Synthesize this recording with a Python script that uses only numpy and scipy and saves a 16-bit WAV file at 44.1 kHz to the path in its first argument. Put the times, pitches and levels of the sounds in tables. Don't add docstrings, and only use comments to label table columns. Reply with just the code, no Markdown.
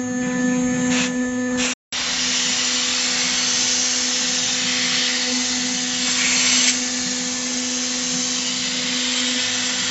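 import sys
import numpy as np
from scipy import signal
from scipy.io import wavfile
from scipy.ndimage import uniform_filter1d

SR = 44100
rng = np.random.default_rng(int(sys.argv[2]) if len(sys.argv) > 2 else 0)


def dump(signal):
    limited = np.clip(np.atleast_2d(signal).T, -1, 1)
    pcm = np.round(limited * 32767).astype(np.int16)
    wavfile.write(sys.argv[1], SR, pcm)


N = 436590

SHAFT_HZ, BAND_LIMIT_HZ = 250.27, 7680
# start t/s, end t/s
SILENCE = (1.733, 1.9245)


def spindle():
    # t/s, level/dB of orders 1, 2 and 7, drive whine level/dB
    tone_levels = [
        [(0.0, -25, -34.5, -41.5, -38), (0.25, -24, -32.5, -34, -38.5), (0.5, -19.5, -30, -31, -37),
         (0.73, -23.5, -31, -38, -35.5), (0.93, -20, -30.5, -31.5, -36.5), (1.03, -25.5, -34, -36, -41.5),
         (1.6, -22, -30, -33.5, -40), (1.65, -29, -34, -43, -46), (1.731, -30.5, -43, -46, -51)],
        [(1.93, -44.5, -48, -46, -54), (2.15, -38.5, -52, -46, -50), (2.3, -34, -42.5, -51, -48),
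         (2.95, -36, -41.5, -52, -48), (3.4, -35, -43, -45, -47), (4.4, -35.5, -39.5, -44, -42),
         (4.72, -34, -40.5, -42.5, -44), (5.2, -34, -39.5, -45.5, -38), (5.6, -28.5, -44, -42.5, -45),
         (6.05, -31.5, -41.5, -43.5, -47), (6.3, -31, -44, -50, -47.5), (6.9, -30, -41.5, -40, -40),
         (8.2, -31, -39.5, -47.5, -43), (8.6, -36, -44.5, -59, -43), (8.95, -30.5, -40, -48.5, -44),
         (9.3, -28.5, -40, -45, -43), (9.55, -33.5, -39.5, -41, -43.5), (9.9, -38.5, -46, -47, -46)],
    ]
    # t/s, level/dB
    third_order = [
        [(0.0, -43), (0.702, -40), (0.866, -44), (0.896, -38), (1.016, -48), (1.604, -43.5), (1.73, -62)],
        [(1.93, -53.5), (2.19, -59), (2.6, -51), (3.5, -48.5), (4.7, -45.5), (5.95, -45.5), (6.5, -49.5),
         (7.5, -49.5), (8.3, -49.5), (8.81, -58.5), (9.63, -47.5), (9.9, -53)],
    ]
    fourth_order = [
        [(0.0, -50), (0.13, -54), (0.36, -38.5), (0.48, -49), (0.54, -38), (0.722, -53), (0.824, -42.5),
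         (1.248, -47.5), (1.566, -44.5), (1.73, -52)],
        [(1.93, -57), (5.92, -55.5), (6.5, -54), (7.68, -63), (9.9, -55.5)],
    ]
    # order, level/dB re the second
    upper_orders = [(5, -14.5), (6, -31), (8, -19.5), (9, -28.5), (10, -26), (11, -27), (12, -24.5),
                    (13, -27.5), (14, -26), (15, -25), (16, -27), (17, -28.5), (18, -28), (19, -32.5),
                    (20, -32), (21, -36), (22, -34.5)]
    # centre t/s, duration/s, order, change/dB
    jumps = [(0.42, 0.16, 7, 2), (0.605, 0.13, 7, -14.5), (0.896, 0.043, 7, -8), (4.48, 0.068, 1, -6),
             (4.492, .08, 2, -4), (4.72, .1, 1, 4), (5.3, 0.063, 2, 10), (5.365, 0.12, 1, 6.5),
             (5.377, 0.11, 2, -3), (5.47, 0.063, 1, -3), (8.188, 0.075, 1, 2.5), (9.34, 0.087, 1, 0.5),
             (9.444, 0.13, 1, -7.5)]
    # f/Hz, level/dB re the strongest
    drive_tones = [(5747.8, -20), (5997.8, -21), (6247.8, -21), (6497.8, 0), (6747.6, -14), (6997.6, -7),
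                   (7247.5, -16), (7499.0, -16)]
    t = np.arange(N) / SR
    first_db, second_db, seventh_db, whine_db = curves(tone_levels, t)
    turns = SHAFT_HZ * t + 0.01 * wander(25)
    levels = {1: first_db + wander(8), 2: second_db + 0.69 * wander(8.7),
              3: curves(third_order, t)[0], 4: curves(fourth_order, t)[0],
              7: seventh_db + 1.7 * wander(11)}
    for centre, length, order, db in jumps:
        near = slice(*np.searchsorted(t, [centre - length / 2, centre + length / 2]))
        levels[round(order)][near] += db * (1 - (2 * (t[near] - centre) / length) ** 4)
    levels.update({order: second_db + db for order, db in upper_orders})
    hum = whine = 0
    for order, db in levels.items():
        waver_db = 1.06 * wander(30) if order < 8 else 2.5 * wander(6)
        hum += gain_of(db + waver_db) * np.cos(2 * np.pi * (order * turns + rng.random()))
    for hz, db in drive_tones:
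        whine += gain_of(db + 1.2 * wander(40)) * np.cos(2 * np.pi * (hz * t + rng.random()))
    return np.sqrt(2) * (hum + gain_of(whine_db) * whine)


def air_gun():
    # f/Hz, level/dB
    reflections = [(1119, 2), (1291, -2), (1679, -3.5), (1981, 2), (2325, 1.5), (2454, -5), (2583, 2.5),
                   (2928, 2), (3273, 1.5), (3402, -3), (3660, 1.5), (3832, -2.5), (4048, 2), (4220, -6),
                   (4349, 3), (4608, -2.5), (4980, 3), (5211, -2.5), (5340, 2.5), (5598, -3), (5727, 2.5),
                   (5943, 2), (6158, -2.5), (6287, 2.5), (6632, -1.5), (6880, -2)]
    # start t/s, end t/s, start f/Hz, end f/Hz, width/Hz, change/dB
    colour_sweeps = [(0.83, 1.303, 2570, 2800, 300, 7.5), (1.593, 1.74, 2700, 2550, 450, 7),
                     (1.8, 3.1, 5800, 5050, 200, 2.5), (3.1, 4.5, 4900, 5200, 240, 1.5),
                     (1.9, 3.1, 2700, 2700, 690, 1), (3.2, 4.2, 3000, 3200, 64, 0),
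                     (2.9, 4.6, 5330, 5330, 70, 5), (3.3, 4.1, 3640, 3640, 110, -2),
                     (1.9, 5.1, 6600, 8700, 410, 4), (6.9, 8.3, 4940, 4940, 50, 3),
                     (6.3, 9.6, 5500, 5500, 52, 1.5), (5.7, 8.3, 3300, 3600, 120, -1.5),
                     (0.98, 4.9, 5100, 7100, 400, 3), (3.12, 4.64, 6000, 6200, 450, 5),
                     (4.6, 6, 2030, 2000, 320, 5), (2.6, 7.4, 4360, 4350, 110, 3.5),
                     (4.4, 6.1, 3290, 3300, 70, 1.5), (3.7, 5.6, 5030, 5700, 70, 3.5),
                     (5.1, 6.2, 4200, 4200, 200, 1), (5.3, 5.96, 6500, 6400, 710, 4.5),
                     (6.05, 6.8, 2300, 2370, 290, 6), (6.15, 6.45, 6900, 6500, 300, 5),
                     (6.4, 7.3, 6000, 6900, 440, 5), (6.0, 6.76, 7600, 7440, 280, 7.5),
                     (7.2, 8.5, 6400, 6360, 480, 5), (6.3, 11, 7700, 8300, 390, 4),
                     (7.1, 11, 4350, 3000, 180, 2), (8.3, 9.7, 2940, 3300, 120, 3),
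                     (9.3, 14, 4740, 4740, 110, 1), (8.3, 9.7, 4600, 5600, 130, 2),
                     (8.3, 8.7, 3100, 3600, 1200, 1), (8.9, 11, 7400, 7500, 300, 5.5),
                     (7.7, 12, 1980, 2000, 400, 3)]
    # f/Hz, width/Hz, level/dB
    hollow = (4800, 850, -5)

    def spectrum(hz, t):
        _, wash_db, roar_db, hiss_db, hiss_hz = jet_flow(t)
        bands = hump(hz, 3605, 0.27) + gain_of(2 * wash_db) * hump(hz, 1160, 0.65)
        bands += gain_of(2 * roar_db) * hump(hz, 2180, 0.4)
        bands += gain_of(2 * hiss_db) * hump(hz, hiss_hz, 0.37)
        comb_db = sum(db * bell(hz, centre_hz, width_hz=90) for centre_hz, db in reflections)
        hollow_db = hollow[2] * bell(hz, *hollow[:2])
        colour_db = np.where(t < SILENCE[0], hollow_db, comb_db)
        for start, end, start_hz, end_hz, width_hz, db in colour_sweeps:
            progress = np.clip((t - start) / (end - start), 0, 1)
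            swell = np.clip(3 * np.sin(np.pi * progress), 0, 1)
            colour_db += db * swell * bell(hz, start_hz + (end_hz - start_hz) * progress, width_hz)
        return gain_of(2 * colour_db) * bands
    turbulence = noise(spectrum, patchy_db=.5, echo_db=-5, streak_s=.3)
    control_t = np.arange(0, N / SR, .001)
    envelope = np.interp(np.arange(N) / SR, control_t, jet_flow(control_t)[0])
    flutter = gain_of(0.071 * wander(60))
    return turbulence * envelope * flutter


def jet_flow(t):
    # wash, plate roar, nozzle hiss level/dB; hiss f/Hz
    long_blast = [(1.93, -31, -7, -4, 1, 5600), (1.98, -27.5, -7.5, -2.5, -2.5, 5400),
                  (2.35, -26.5, -10, -3, 2, 5595), (2.9, -27, -10, -2.5, 1.5, 5570),
                  (3.15, -27, -7, -1.5, 1.5, 5600), (3.4, -26, -10, -2, 0.5, 5600),
                  (3.7, -27, -10.5, -4.5, 4.5, 6000), (3.9, -28.5, -10, -2, 4, 6200),
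                  (4.52, -27, -12, -4.5, .5, 6100), (4.8, -26, -11.5, -2, 0, 5770),
                  (5.03, -23, -15, -6, -2, 5640), (5.23, -26.5, -12, -6, 0.5, 6040),
                  (5.81, -31, -11, -7, 2.5, 6200), (6.05, -26.5, -15, -4, 2, 5860),
                  (6.08, -25, -7, -2, 1.5, 5900), (6.14, -27.5, -8.5, -4, 3.5, 5900),
                  (6.21, -27, -10, 4, 2, 6200), (6.34, -27, -6.5, 1, 4.5, 6840),
                  (6.54, -21.5, -11, -6.5, -1, 6000), (6.66, -23.5, -10, -6, 0, 6200),
                  (6.695, -20, -21, -1.5, 1, 6450), (6.72, -29.5, -9, -5, 3, 6490),
                  (6.83, -32.5, -8, -2, 5, 6250), (7.45, -34, -8, -2, 5.5, 5940),
                  (8.19, -31, -9.5, -6.5, 5, 6170), (8.75, -28.5, -13, -4.5, 0, 6350),
                  (9.2, -25, -11.5, -7, -3, 6430), (9.68, -27.5, -9.5, -5, 0.5, 6200),
                  (9.9, -28.5, -10.5, -4, -1, 6150)]
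    # wash, roar, hiss level/dB
    puffs = [(.892, 1.0, 1.058, -26.5, -5, -1.5, 1), (1.567, 1.65, 1.74, -28, -1.5, -1, 4.5)]
    rise_s, tail_s, puff_hiss_hz = 0.028, .15, 6940
    arch_db_per_s, decay_db_per_s = 50, 297
    blast_db, *timbre = curves([long_blast], t)
    amplitude = gain_of(blast_db) * (t > SILENCE[1])
    for start, fullest, shut, db, *bands_db in reversed(puffs):
        opening = np.clip((t - start) / rise_s, 0, 1)
        puff_db = db - arch_db_per_s * abs(t - fullest) - decay_db_per_s * np.maximum(t - shut, 0)
        amplitude += (t < SILENCE[1]) * gain_of(puff_db) * opening
        timbre = [np.where(t < shut + tail_s, puff, later)
                  for puff, later in zip([*bands_db, puff_hiss_hz], timbre)]
    return amplitude, *timbre


def cutter():
    # f/Hz, relative level/dB
    rush_spectrum = [(30, -8.5), (100, -6.5), (230, -0.5), (320, -3), (520, -4), (640, -6.5), (850, -3),
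                     (950, -7.5), (1060, -10.5), (1190, -7), (1350, -6), (2300, -4), (3200, -14.5),
                     (4300, -17), (5200, -22), (5800, -15.5), (6300, -15.5), (7100, -2.5), (7400, -1.5),
                     (7700, -6.5)]
    # t/s, level/dB re rush_db
    rush_levels = [(0, -8.5), (.19, -8), (.23, -1), (.6, -1.5), (.85, 5), (1.17, -0.5), (1.43, -4.5),
                   (1.55, 0.5), (9.9, -2.5)]
    # start t/s, end t/s, level/dB
    bites = [(.21, .63, -43.5), (.69, .9, -46), (1.15, 1.3, -54), (1.48, 1.6, -52.5)]
    rings = [(.22, .32, -43), (.35, .42, -47), (.48, .585, -39.5), (.69, .84, -53), (1.15, 1.23, -53.5),
             (1.47, 1.53, -54)]
    rush_db, ramp_s = -36.5, 0.018
    gap_db, gaps_from_hz, gaps_to_hz = -8.5, 2800, 6700
    knots_hz, density_db = np.transpose(rush_spectrum)

    def spectrum(hz, t):
        between = np.sin(np.pi * (hz / SHAFT_HZ - .1)) ** 2 / (1 + (gaps_from_hz / (hz + 1)) ** 8)
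        gaps = gain_of(2 * gap_db * (between - .5 * (hz > gaps_from_hz)) * (hz < gaps_to_hz))
        density = gain_of(2 * np.interp(np.log(hz + 1), np.log(knots_hz), density_db))
        density *= gaps * (hz < BAND_LIMIT_HZ)
        rush = gain_of(2 * (rush_db + curves([rush_levels], t)[0])) * density / density.sum()
        scrape = spurts(bites, t, ramp_s, idle_db=-57) ** 2 * gaps * hump(hz, 1750, 0.64)
        ring = spurts(rings, t, ramp_s, idle_db=-62) ** 2 * hump(hz, 2450, 0.054)
        return rush + scrape + ring
    return noise(spectrum, patchy_db=2.0, echo_db=-2.0, streak_s=.4)


def feed_motors():
    # f/Hz, width/Hz, relative level/dB
    table_modes = [(139.8, 16, -12), (172, 18, -3.5), (191.7, 33, -0.5)]
    # f/Hz, width/Hz
    slow_mode = (112, 5)
    # start t/s, end t/s, start level/dB, end level/dB
    fast_passes = [(.1, .63, -32.5, -28.5), (.67, 1.16, -28.5, -36), (1.54, 1.68, -35, -39),
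                   (2.0, 2.58, -46, -39), (3.12, 3.65, -41, -47.5), (4.2, 5.06, -42.5, -39.5),
                   (5.2, 5.32, -45, -48), (5.57, 6.6, -42, -40.5), (7.02, 7.55, -39.5, -48),
                   (8.04, 8.22, -40, -37), (8.25, 8.92, -46.5, -37.5), (9.3, 9.95, -56.5, -39)]
    # start t/s, end t/s, level/dB
    slow_passes = [(-.1, .1, -39), (.6, .95, -44), (1.18, 1.64, -42.5), (3.52, 3.7, -55), (4.62, 4.85, -59),
                   (6.28, 6.65, -54), (8.0, 8.1, -48), (9.42, 9.65, -46), (9.82, 10, -46)]
    thumps = [(.6, .7, -40), (1.27, 1.33, -41), (1.55, 1.64, -41), (6.42, 6.56, -47)]
    ramp_s = 0.11
    t = np.arange(N) / SR
    chatter = unit_rms(sum(gain_of(db) * resonance(hz, width) for hz, width, db in table_modes))
    hum = resonance(*slow_mode)
    rumble = resonance(hz=60, width_hz=90)
    return (spurts(fast_passes, t, ramp_s, idle_db=-54.5) * chatter
            + spurts(slow_passes, t, ramp_s, idle_db=-58) * hum
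            + spurts(thumps, t, ramp_s, idle_db=-57) * rumble)


def resonance(hz, width_hz):
    b, a = signal.iirpeak(hz, hz / width_hz, SR)
    return unit_rms(signal.lfilter(b, a, signal.lfilter(b, a, rng.standard_normal(N))))


def noise(spectrum, patchy_db, echo_db, streak_s, size=2048):
    hop = size // 4
    frames, held = N // hop + 5, round(streak_s * SR / hop)
    hz = np.fft.rfftfreq(size, 1 / SR)[:, None]
    real, imag, patches, *echo_parts = rng.standard_normal((frames, len(hz), 5)).T
    patches = unit_rms(uniform_filter1d(uniform_filter1d(patches, 18, axis=0), 7, axis=1))
    echo_real, echo_imag = (unit_rms(uniform_filter1d(uniform_filter1d(part, held, 1), held, 1))
                            for part in echo_parts)
    streaks = unit_rms(abs(1 + gain_of(echo_db) * (echo_real + 1j * echo_imag)))
    white = real + 1j * imag
    shaped = white * np.sqrt(spectrum(hz, np.arange(frames) * hop / SR))
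    shaped *= gain_of(patchy_db * patches) * streaks
    white_rms = signal.istft(white, nperseg=size, noverlap=size - hop)[1].std()
    return signal.istft(shaped, nperseg=size, noverlap=size - hop)[1][:N] / white_rms / np.sqrt(2 / size)


def spurts(rows, t, ramp_s, idle_db):
    grid = np.linspace(0, t[-1], 4000)
    power = gain_of(2 * idle_db)
    for start, end, *db in rows:
        fade = np.clip(np.minimum(grid - start, end - grid) / ramp_s + .5, 0, 1)
        power = power + gain_of(2 * np.interp(grid, [start, end], [db[0], db[-1]])) * fade ** 2
    return np.interp(t, grid, np.sqrt(power))


def hump(hz, centre_hz, octaves):
    power = np.exp(-.5 * (np.log2((hz + 1) / centre_hz) / octaves) ** 2) * (hz < BAND_LIMIT_HZ)
    return power / power.sum(0)


def bell(hz, centre_hz, width_hz):
    return np.exp(-.5 * (1.84 * (hz - centre_hz) / width_hz) ** 2)


def wander(rate_hz):
    steps = rng.standard_normal(round(N / SR * rate_hz * 2) + 2)
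    smooth = signal.resample(steps, 8 * len(steps))
    return unit_rms(np.interp(np.linspace(0, 1, N), np.linspace(0, 1, len(smooth)), smooth))


def curves(tables, t):
    times, *columns = np.concatenate(tables).T
    return [np.interp(t, times, column) for column in columns]


def gain_of(db):
    return 10 ** (np.asarray(db) / 20)


def unit_rms(x):
    return x / np.sqrt(np.mean(x ** 2) + 1e-20)


def scene():
    return np.tile(spindle() + cutter() + feed_motors() + air_gun(), (2, 1))


def record(dry):
    t = np.arange(N) / SR
    closing, opening = (SILENCE[0] - t) / 0.0093, (t - SILENCE[1]) / 0.0012
    gate = np.clip(np.maximum(closing, opening) + .5, 1e-4, 1)
    low_pass = signal.firwin(1501, BAND_LIMIT_HZ, window=("kaiser", 9), fs=SR)
    return signal.oaconvolve(dry * gate, low_pass[None], "same")


dry = scene()
out = record(dry)
dump(out)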